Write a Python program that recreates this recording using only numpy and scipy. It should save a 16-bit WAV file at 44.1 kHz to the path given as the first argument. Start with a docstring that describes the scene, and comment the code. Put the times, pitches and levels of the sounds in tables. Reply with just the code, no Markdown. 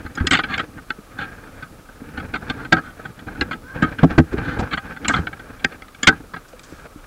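"""Climber handling gear

A climber shifts about on a rope in a quiet wood, heard from a body-worn camera in a plastic case.
Each shift of weight sways the mount and rubs cloth. Karabiners click and ping, gear knocks, and rope
and webbing scuff and zip: impact and friction excite the damped modes of the case. Straps creak,
feet stir ivy and twigs, and the hardest knocks overload the microphone."""
import sys
import numpy as np
from scipy import signal
from scipy.fft import rfft, irfft
from scipy.io import wavfile
from scipy.ndimage import uniform_filter1d

SR = 44100
rng = np.random.default_rng(int(sys.argv[2]) if len(sys.argv) > 2 else 0)


def dump(signal):
    """Clip the signal to [-1, 1] and save it as 16-bit WAV at the path in sys.argv[1]."""
    limited = np.clip(np.atleast_2d(signal).T, -1, 1)
    pcm = np.round(limited * 32767).astype(np.int16)
    wavfile.write(sys.argv[1], SR, pcm)


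N = 311346

# Levels in the tables are taken before each source's gain.
# modes of the camera case: frequency_hz, t60_s, level_db
CASE_MODES = [(78.5, 0.046, -8.5), (162.7, 0.086, -6.5), (256, 0.052, 2.5), (324.3, 0.086, -7),
              (439.6, 0.1, -15), (610, 0.025, -10), (787.6, 0.054, -2.5), (1144, 0.029, 0),
              (1277.5, 0.082, 5), (1359, 0.04, 5.5), (1548.6, 0.038, 12.5), (1665, 0.09, -13.5),
              (1892, 0.044, -1.5), (2135, 0.028, -1.5), (2350, 0.029, -6.5), (2670, 0.044, -17),
              (3120, 0.0091, -3), (3423, 0.012, 1.5), (3706, 0.051, -9), (4228, 0.015, 10),
              (4300, 0.09, -29), (4700, 0.03, 4), (5200, .02, -31), (6160, 0.0206, -26), (6800, 0.0033, 3),
              (7350, 0.0067, 3)]
# registers of the case (thud, shell ring, edge, glint): low_hz, high_hz
REGISTERS = [(55, 665), (800, 1820), (2100, 3350), (5200, 8900)]
# spectrum of the microphone's noise: frequency_hz, relative_density_db
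NOISE_SPECTRUM = [(15, -27), (25, 7), (86, -2), (148, -8.5), (274, -6.5), (378, -10), (509, -9),
                  (1020, -17), (1270, -5.5), (1570, -25), (1950, -20.5), (5140, -25.5), (10400, -28),
                  (15500, -31.5)]
# shifts of the climber's weight: start_s, length_s, cloth_db, sway_db
WEIGHT_SHIFTS = [(0, 0.063, -42.5, -35), (0.165, 0.49, -40, -36), (.68, 0.1, -50, -37.5),
                 (1.11, 0.55, -43.5, -40.5), (1.702, 0.074, -53, -40), (2.05, 0.32, -42.5, -32.5),
                 (2.458, 0.16, -38, -31), (2.76, 0.12, -44, -37.5), (3.021, 0.042, -40.5, -38),
                 (3.265, .28, -42.5, -31.5), (3.76, .17, -34.5, -29), (4.016, .13, -36.5, -31),
                 (4.364, 0.34, -35, -26), (4.716, .23, -40.5, -38), (5.074, .16, -35.5, -25.5),
                 (5.27, 0.48, -45.5, -41.5), (6.099, 0.071, -40, -33), (6.67, 0.2, -46, -47.5)]
# spectrum of the swaying mount: frequency_hz, relative_density_db
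SWAY_SPECTRUM = [(15, -43), (25, -4.5), (70, 4.5), (199, 0.5), (300, 3), (375, -12.5), (498, -3.5),
                 (584, -22), (764, -14.5), (881, -9), (1100, -48.5), (1430, -28), (2420, -120)]
# spectrum of rubbing cloth: frequency_hz, relative_density_db
CLOTH_SPECTRUM = [(240, -31), (400, -2), (1040, -9.5), (1600, 1.5), (1990, -13), (2380, -8.5), (2720, -18),
                  (7000, -36), (9100, -64), (15400, -120)]
# the body bumping the mount, and the low thud under the gear knock at 3.82 s: start_s, sway_db, thud_db
BUMPS = [(0.049, -30.5, -33), (.208, -15, -23.5), (.24, -22, -26), (0.312, -25, -19), (.984, -56, -36),
         (2.017, -53, -32), (2.177, -31.5, -28), (3.414, -30, -21), (3.824, -50, -18.5), (4.111, -24, -28),
         (4.34, -27, -20), (4.59, -22, -22.5), (5.19, -21, -25.5), (6.722, -41, -35.5), (6.957, -45, -36.5)]
# karabiners and buckles clicking: start_s, level_db, brightness_db, chatter_s
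CLICKS = [(0.063, -34, -12, 0.0027), (0.153, -58.5, 25.5, .004), (0.27, -23.5, 12.5, 0.0036),
          (.31, -18, 8, 0.0052), (.322, -20.5, 4, .007), (.333, -16.5, 6, 0.0073),
          (.352, -19.5, 0.5, 0.011), (.372, -25.5, 3.5, 0.0062), (0.579, -25, 2.5, 0.0041),
          (0.904, -22, -8.5, 0.0013), (2.499, -24, 0.5, 0.0052), (3.411, -20.5, 0, 0.0075),
          (5.082, -27, 16.5, 0.0068), (5.138, -15, -9.5, 0.0058), (5.27, -24.5, -8.5, 0.0044),
          (5.33, -33, -7, .005), (5.821, -40, 1.5, 0.0022), (5.882, -49.5, 2, 0.003),
          (5.947, -45, 4.5, 0.0039), (6.031, -24, 8, 0.0087), (6.594, -53.5, 17, 0.0025)]
# tone of a click, a row per register: offset_db, db_per_brightness_db
CLICK_TONE = [(-7.5, 0.5), (0, 0), (-3, 0.5666), (-22, 1.5041)]
# rope and webbing scuffing: start_s, level_db, brightness_db, second_slip_delay_s (0 for none)
SCUFFS = [(.172, -23.5, -4.5, 0.027), (.339, -22, 11, 0.00013), (0.386, -20, 4.5, 0.00029),
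          (.434, -23.5, 6.5, 0), (.536, -31, 18, 0), (.591, -21.5, 3, 0.0055), (.778, -36, -6, 0),
          (1.184, -27.5, -1, .028), (1.622, -31.5, -0.5, 0), (1.885, -43.5, -14, 0.0004),
          (2.172, -28.5, 1.5, 0.025), (2.336, -22, 3, 0.016), (2.646, -30.5, -0.5, 0),
          (2.765, -21, -7.5, 0.014), (2.992, -36, -18, 0), (3.049, -31.5, -4, 0.00052),
          (3.188, -43, 7.5, 0), (3.278, -34, -8, 0.0019), (3.347, -37, -7, 0), (3.509, -24.5, 3, .018),
          (3.984, -25.5, 0.5, 0), (4.104, -29.5, -9, 0.0023), (4.378, -29, 2.5, 0), (4.586, -31, 3, 0),
          (4.73, -21, 5, .041), (4.962, -34, -1.5, 0), (5.045, -26, 6.5, 0.00091),
          (5.092, -17, -7.5, 0.011), (5.163, -23.5, -8, 0.011), (5.391, -36.5, 0, 0), (5.592, -49, 13, 0),
          (5.718, -39.5, 6, 0), (6.1, -23, -17, 0.022), (6.335, -29, -1.5, 0.025)]
# tone of a slip, a row per register: offset_db, db_per_brightness_db
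SLIP_TONE = [(-6.5, -0.21), (0, 0), (-10.5, 1), (-32, 0.5)]
# struck karabiners ringing: start_s, pitch_hz, level_db
PINGS = [(0.269, 7950, -36), (0.322, 7880, -33), (0.906, 4280, -41), (3.411, 4164, -27),
         (5.083, 7040, -27.5), (5.165, 4200, -40), (6.032, 7060, -26)]
# feet stirring ivy and dry twigs: start_s, level_db, time_constant_s
RUSTLES = [(.315, -55, 0.017), (5.086, -42, 0.042), (6.481, -52, 0.01), (6.633, -45.5, 0.011),
           (6.661, -54, 0.079)]
# longer pulls of rope over cloth: start_s, length_s, level_db, brightness_db
DRAGS = [(0.477, .1, -26, 4), (1.108, 0.25, -39.5, -14), (1.173, .09, -30.5, 2.5), (2.552, 0.12, -35, -7),
         (2.807, 0.13, -38.5, -3.5), (4.402, .18, -27.5, -2), (4.706, 0.041, -27.5, 6.5),
         (5.115, 0.089, -25, -1)]
# gear hitting the case: start_s, sway_db, thud_db, ring_db, edge_db, glint_db, chatter_s, hardness_hz
KNOCKS = [(2.724, -29, -11.5, -6.5, -19, -36, 0.0084, 3000),
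          (3.8229, -36, -15, -15.5, -27.5, -46, 0.016, 400), (4.0322, -11.5, 2, -21, -34, -61, 0.0051, 197),
          (4.181, -6.5, -0.5, -11.5, -25.5, -40, 0.0065, 300),
          (5.646, -51, -22, -24, -14.5, -37, 0.00078, 1497),
          (6.0734, -24, -9.5, -2.5, -2, -35, 0.0046, 5000), (6.084, -25, -15.5, -6, -36, -42, 0.0044, 3010)]
# the rope's woven sheath running through the gear: start_s, length_s, top_pitch_hz, level_db
ZIPS = [(3.628, 0.33, 544, -37), (4.32, 0.31, 821, -41), (4.718, 0.29, 797, -42)]
# webbing creaking under load: start_s, length_s, pitch_hz, level_db
CREAKS = [(4.319, 0.029, 366, -29), (4.586, 0.032, 775, -26), (6.529, 0.01, 500, -40.5)]

T = np.arange(int(.25 * SR)) / SR  # seconds since the start of one contact
LEAD_S = .005  # a brief noisy swell just before each click or knock


def undb(db):
    """Amplitude grows tenfold with every 20 dB."""
    return 10 ** (np.asarray(db) / 20)


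def unit(x):
    """Division by the rms gives a signal unit power."""
    return x / np.sqrt(np.mean(x ** 2))


def burst_level(x, db):
    """A transient's level is set as the rms of its strongest 20 ms."""
    power = uniform_filter1d(x ** 2, SR // 50, mode="constant")
    return x * undb(db) / np.sqrt(power.max())


def band(x, lo_hz, hi_hz, order=3):
    """A causal band-pass attenuates frequencies beyond its two edges."""
    return signal.sosfilt(signal.butter(order, [lo_hz, hi_hz], "band", fs=SR, output="sos"), x)


def colour(x, spectrum):
    """Spectral weighting colours a noise; the result has unit power."""
    hz, db = np.transpose(spectrum)
    bin_hz = np.maximum(np.arange(N // 2 + 1) * SR / N, 1)
    gain = undb(np.interp(np.log(bin_hz), np.log(hz), db))
    return unit(irfft(rfft(x) * gain, N))


def wander(rate_hz):
    """Smoothed random steps form a slow fluctuation of unit power."""
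    hold = int(SR / rate_hz)
    steps = rng.standard_normal(N // 100)[:N // hold + 1]
    return unit(uniform_filter1d(np.repeat(steps, hold), hold)[:N])


def add(out, start_s, x):
    """Superposition: x adds to the sound already present."""
    i = max(int(start_s * SR), 0)
    out[i:i + len(x)] += x[:max(N - i, 0)]


def grit(n, spread_db):
    """Friction is a run of tiny slips, mostly small and a few large."""
    size = np.clip(rng.standard_normal(n), -3, 3)
    return unit(rng.standard_normal(n) * undb(spread_db * size))


def case_ring(detune, crack_db=3, crack_s=0.0034):
    """The case's impulse response: damped modes, shifted by where it is touched, and a dense crack."""
    hz, t60_s, db = np.transpose(CASE_MODES)[:, :, None]
    hz = hz * (1 + detune * rng.standard_normal(hz.shape))
    polarity = rng.choice([-1, 1], hz.shape)
    modes = polarity * undb(db - 60 * T / t60_s) * np.sin(2 * np.pi * hz * T)
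    crack = undb(crack_db) * np.exp(-T / crack_s) * rng.standard_normal(len(T))
    return modes.sum(axis=0) + crack


def contact(force, levels_db, detune):
    """Forced response: the force is convolved with the case's ring, then each register gets its level."""
    response = signal.fftconvolve(force, case_ring(detune))[:len(T)]
    return sum(burst_level(band(response, lo, hi), db) for (lo, hi), db in zip(REGISTERS, levels_db))


def register_levels(tone, db, bright_db):
    """Spectral balance: brightness raises edge and glint against the shell ring."""
    offset_db, slope = np.transpose(tone)
    return db + offset_db + slope * bright_db


def impact_force(chatter_s, impulse, swell_s=0.0014):
    """After a brief noisy swell, colliding parts exchange an impulse at LEAD_S and chatter to rest."""
    age_s = T - LEAD_S
    time_constant_s = np.where(age_s < 0, swell_s, chatter_s)
    force = grit(len(T), 3.96) * np.exp(-np.abs(age_s) / time_constant_s)
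    force[int(LEAD_S * SR)] += impulse
    return force


def microphone_noise(hiss_db=-46, whine_hz=10200, whine_db=-71):
    """Self-noise is stationary: a broadband murmur and hiss, with a faint narrowband whine."""
    whine = unit(band(rng.standard_normal(N), whine_hz - 250, whine_hz + 250, order=1))
    hiss = colour(rng.standard_normal(N), NOISE_SPECTRUM)
    return hiss * undb(hiss_db) + whine * undb(whine_db)


def shift_envelopes(attack_s=0.05, cloth_release_s=0.03, sway_release_s=0.076):
    """Each shift of weight builds, holds and decays exponentially; the mount outlasts the cloth."""
    t = np.arange(N) / SR
    rubbing, swaying = undb(-53), undb(-60)  # at rest
    for start_s, length_s, cloth_db, sway_db in WEIGHT_SHIFTS:
        onset = np.exp(-np.maximum(start_s - t, 0) / attack_s)
        after_s = np.maximum(t - start_s - length_s, 0)
        rubbing = np.maximum(rubbing, undb(cloth_db) * onset * np.exp(-after_s / cloth_release_s))
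        swaying = np.maximum(swaying, undb(sway_db) * onset * np.exp(-after_s / sway_release_s))
    return rubbing, swaying


def sway_and_cloth(sway_gain_db=-2, patchy_db=4, band_drift_db=2):
    """Uneven grip modulates the amplitude of the mount's rumble and the cloth's fine crackle."""
    rubbing, swaying = shift_envelopes()
    grip = undb(patchy_db * wander(rate_hz=60))
    sway = colour(grit(N, spread_db=5.4) * grip, SWAY_SPECTRUM)
    # coarse folds and fine fibres rub separately, so each band swells and fades by itself
    edges_hz = np.geomspace(400, 6400, 5)
    cloth = 0
    for lo, hi in zip(edges_hz, edges_hz[1:]):
        rub = colour(grit(N, spread_db=9) * grip, CLOTH_SPECTRUM)
        cloth += band(rub, lo, hi, order=2) * undb(band_drift_db * wander(rate_hz=14))
    return sway * swaying * undb(sway_gain_db) + unit(cloth) * rubbing


def mount_swing(db, hz=80, t60_s=0.13):
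    """Pushed once, the case on its mount moves as a damped oscillator."""
    return burst_level(undb(-60 * T / t60_s) * np.sin(2 * np.pi * hz * T), db)


def body_bumps(gain_db=-1):
    """A soft push swings the mount and excites only the low modes of the case."""
    out = np.zeros(N)
    for start_s, sway_db, thud_db in BUMPS:
        thud = burst_level(band(case_ring(detune=0.203), 162, 422), thud_db)
        add(out, start_s, mount_swing(sway_db) + thud)
    return out * undb(gain_db)


def karabiner_clicks(gain_db=-1):
    """Loaded metal snaps into place, damped by the rope; so brief a force excites a wide band."""
    out = np.zeros(N)
    for start_s, db, bright_db, chatter_s in CLICKS:
        force = impact_force(chatter_s, impulse=1.7, swell_s=0.0011)
        levels_db = register_levels(CLICK_TONE, db, bright_db)
        add(out, start_s - LEAD_S, contact(force, levels_db, detune=0.0527))
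    return out * undb(gain_db)


def strap_scuffs(gain_db=-1, swell_s=0.0046, second_slip_db=-3.5):
    """Stick-slip friction swells and dies; a strap that catches again slips more weakly."""
    out = np.zeros(N)
    age = T / swell_s
    for start_s, db, bright_db, delay_s in SCUFFS:
        slips = [(start_s, db)]
        if delay_s > 0:
            slips.append((start_s + delay_s, db + second_slip_db))
        for slip_s, slip_db in slips:
            force = grit(len(T), spread_db=4) * age * np.exp(-age)
            levels_db = register_levels(SLIP_TONE, slip_db, bright_db)
            add(out, slip_s, contact(force, levels_db, detune=0.022))
    return out * undb(gain_db)


def karabiner_pings(t60_s=0.01, attack_s=0.00045):
    """One mode of the struck metal rings, heavily damped by hand and sling."""
    out = np.zeros(N)
    envelope = undb(-60 * T / t60_s) * (1 - np.exp(-T / attack_s))
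    for start_s, hz, db in PINGS:
        add(out, start_s, burst_level(envelope * np.sin(2 * np.pi * hz * T), db))
    return out


def ivy_rustles():
    """Airborne sound: the crackle of ivy and twigs arrives without ringing the case."""
    out = np.zeros(N)
    for start_s, db, time_constant_s in RUSTLES:
        age = T / time_constant_s
        crackle = band(grit(len(T), spread_db=7), 2800, 11300, order=2)
        add(out, start_s, burst_level(crackle * np.sqrt(age) * np.exp(-age), db))
    return out


def rope_drags():
    """Sliding friction drives the case with a run of slips that swells and eases off."""
    out = np.zeros(N)
    for start_s, length_s, db, bright_db in DRAGS:
        force = grit(len(T), spread_db=8) * np.sin(np.pi * np.minimum(T / length_s, 1))
        levels_db = register_levels(SLIP_TONE, db, bright_db)
        add(out, start_s, contact(force, levels_db, detune=0.038))
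    return out


def gear_knocks():
    """Impacts of heavy gear ring the case and swing the mount; padding low-passes the force."""
    out = np.zeros(N)
    for start_s, sway_db, *levels_db, chatter_s, hardness_hz in KNOCKS:
        padding = signal.butter(1, hardness_hz, fs=SR)
        force = signal.lfilter(*padding, impact_force(chatter_s, impulse=4.4))
        add(out, start_s - LEAD_S, contact(force, levels_db, detune=0.027))
        add(out, start_s, mount_swing(sway_db))
    return out


def rope_zips(pitch_sag=.1, weave_jitter=0.027):
    """Ribs of the sheath tick on the gear; their rate, heard as pitch, arches with the pull's speed."""
    out = np.zeros(N)
    for start_s, length_s, top_hz, db in ZIPS:
        speed = np.sin(np.linspace(0, np.pi, int(length_s * SR)))
        jitter = weave_jitter * wander(rate_hz=300)[:len(speed)]
        hz = top_hz * (1 - pitch_sag * (1 - speed) + jitter)
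        ribs_passed = np.floor(np.cumsum(hz) / SR)
        ticks = np.diff(ribs_passed, prepend=0) * np.sqrt(np.abs(speed))
        response = signal.fftconvolve(ticks, case_ring(detune=0.0097))
        add(out, start_s, burst_level(band(response, 440, 1820), db))
    return out


def webbing_creaks(band_ratio=1.031):
    """Nearly periodic stick-slip gathers a strap's sound into a narrow band."""
    out = np.zeros(N)
    for start_s, length_s, hz, db in CREAKS:
        force = grit(len(T), spread_db=5.4) * np.sin(np.pi * np.minimum(T / length_s, 1))
        creak = band(force, hz / band_ratio, hz * band_ratio, order=1)
        add(out, start_s, burst_level(creak, db))
    return out


def scene():
    """Impacts, friction and rustling superpose at the microphone in one channel."""
    impacts = body_bumps() + karabiner_clicks() + karabiner_pings() + gear_knocks()
    friction = sway_and_cloth() + strap_scuffs() + rope_drags() + rope_zips() + webbing_creaks()
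    return (impacts + friction + ivy_rustles())[None]


def record(dry, ceiling=.69, dull_hz=8600, treble_leak=0.089, top_hz=15700):
    """Saturation flattens the peaks; the sound is dull, with little treble above dull_hz, over hiss."""
    oversampled = signal.resample_poly(dry, 2, 1, axis=1)
    clipped = signal.resample_poly(np.clip(oversampled, -ceiling, ceiling), 1, 2, axis=1)
    dull = signal.sosfiltfilt(signal.butter(8, dull_hz, fs=SR, output="sos"), clipped)
    heard = dull + treble_leak * (clipped - dull) + microphone_noise()
    return signal.sosfilt(signal.ellip(10, .2, 80, top_hz, fs=SR, output="sos"), heard)


dry = scene()
out = record(dry)
dump(out)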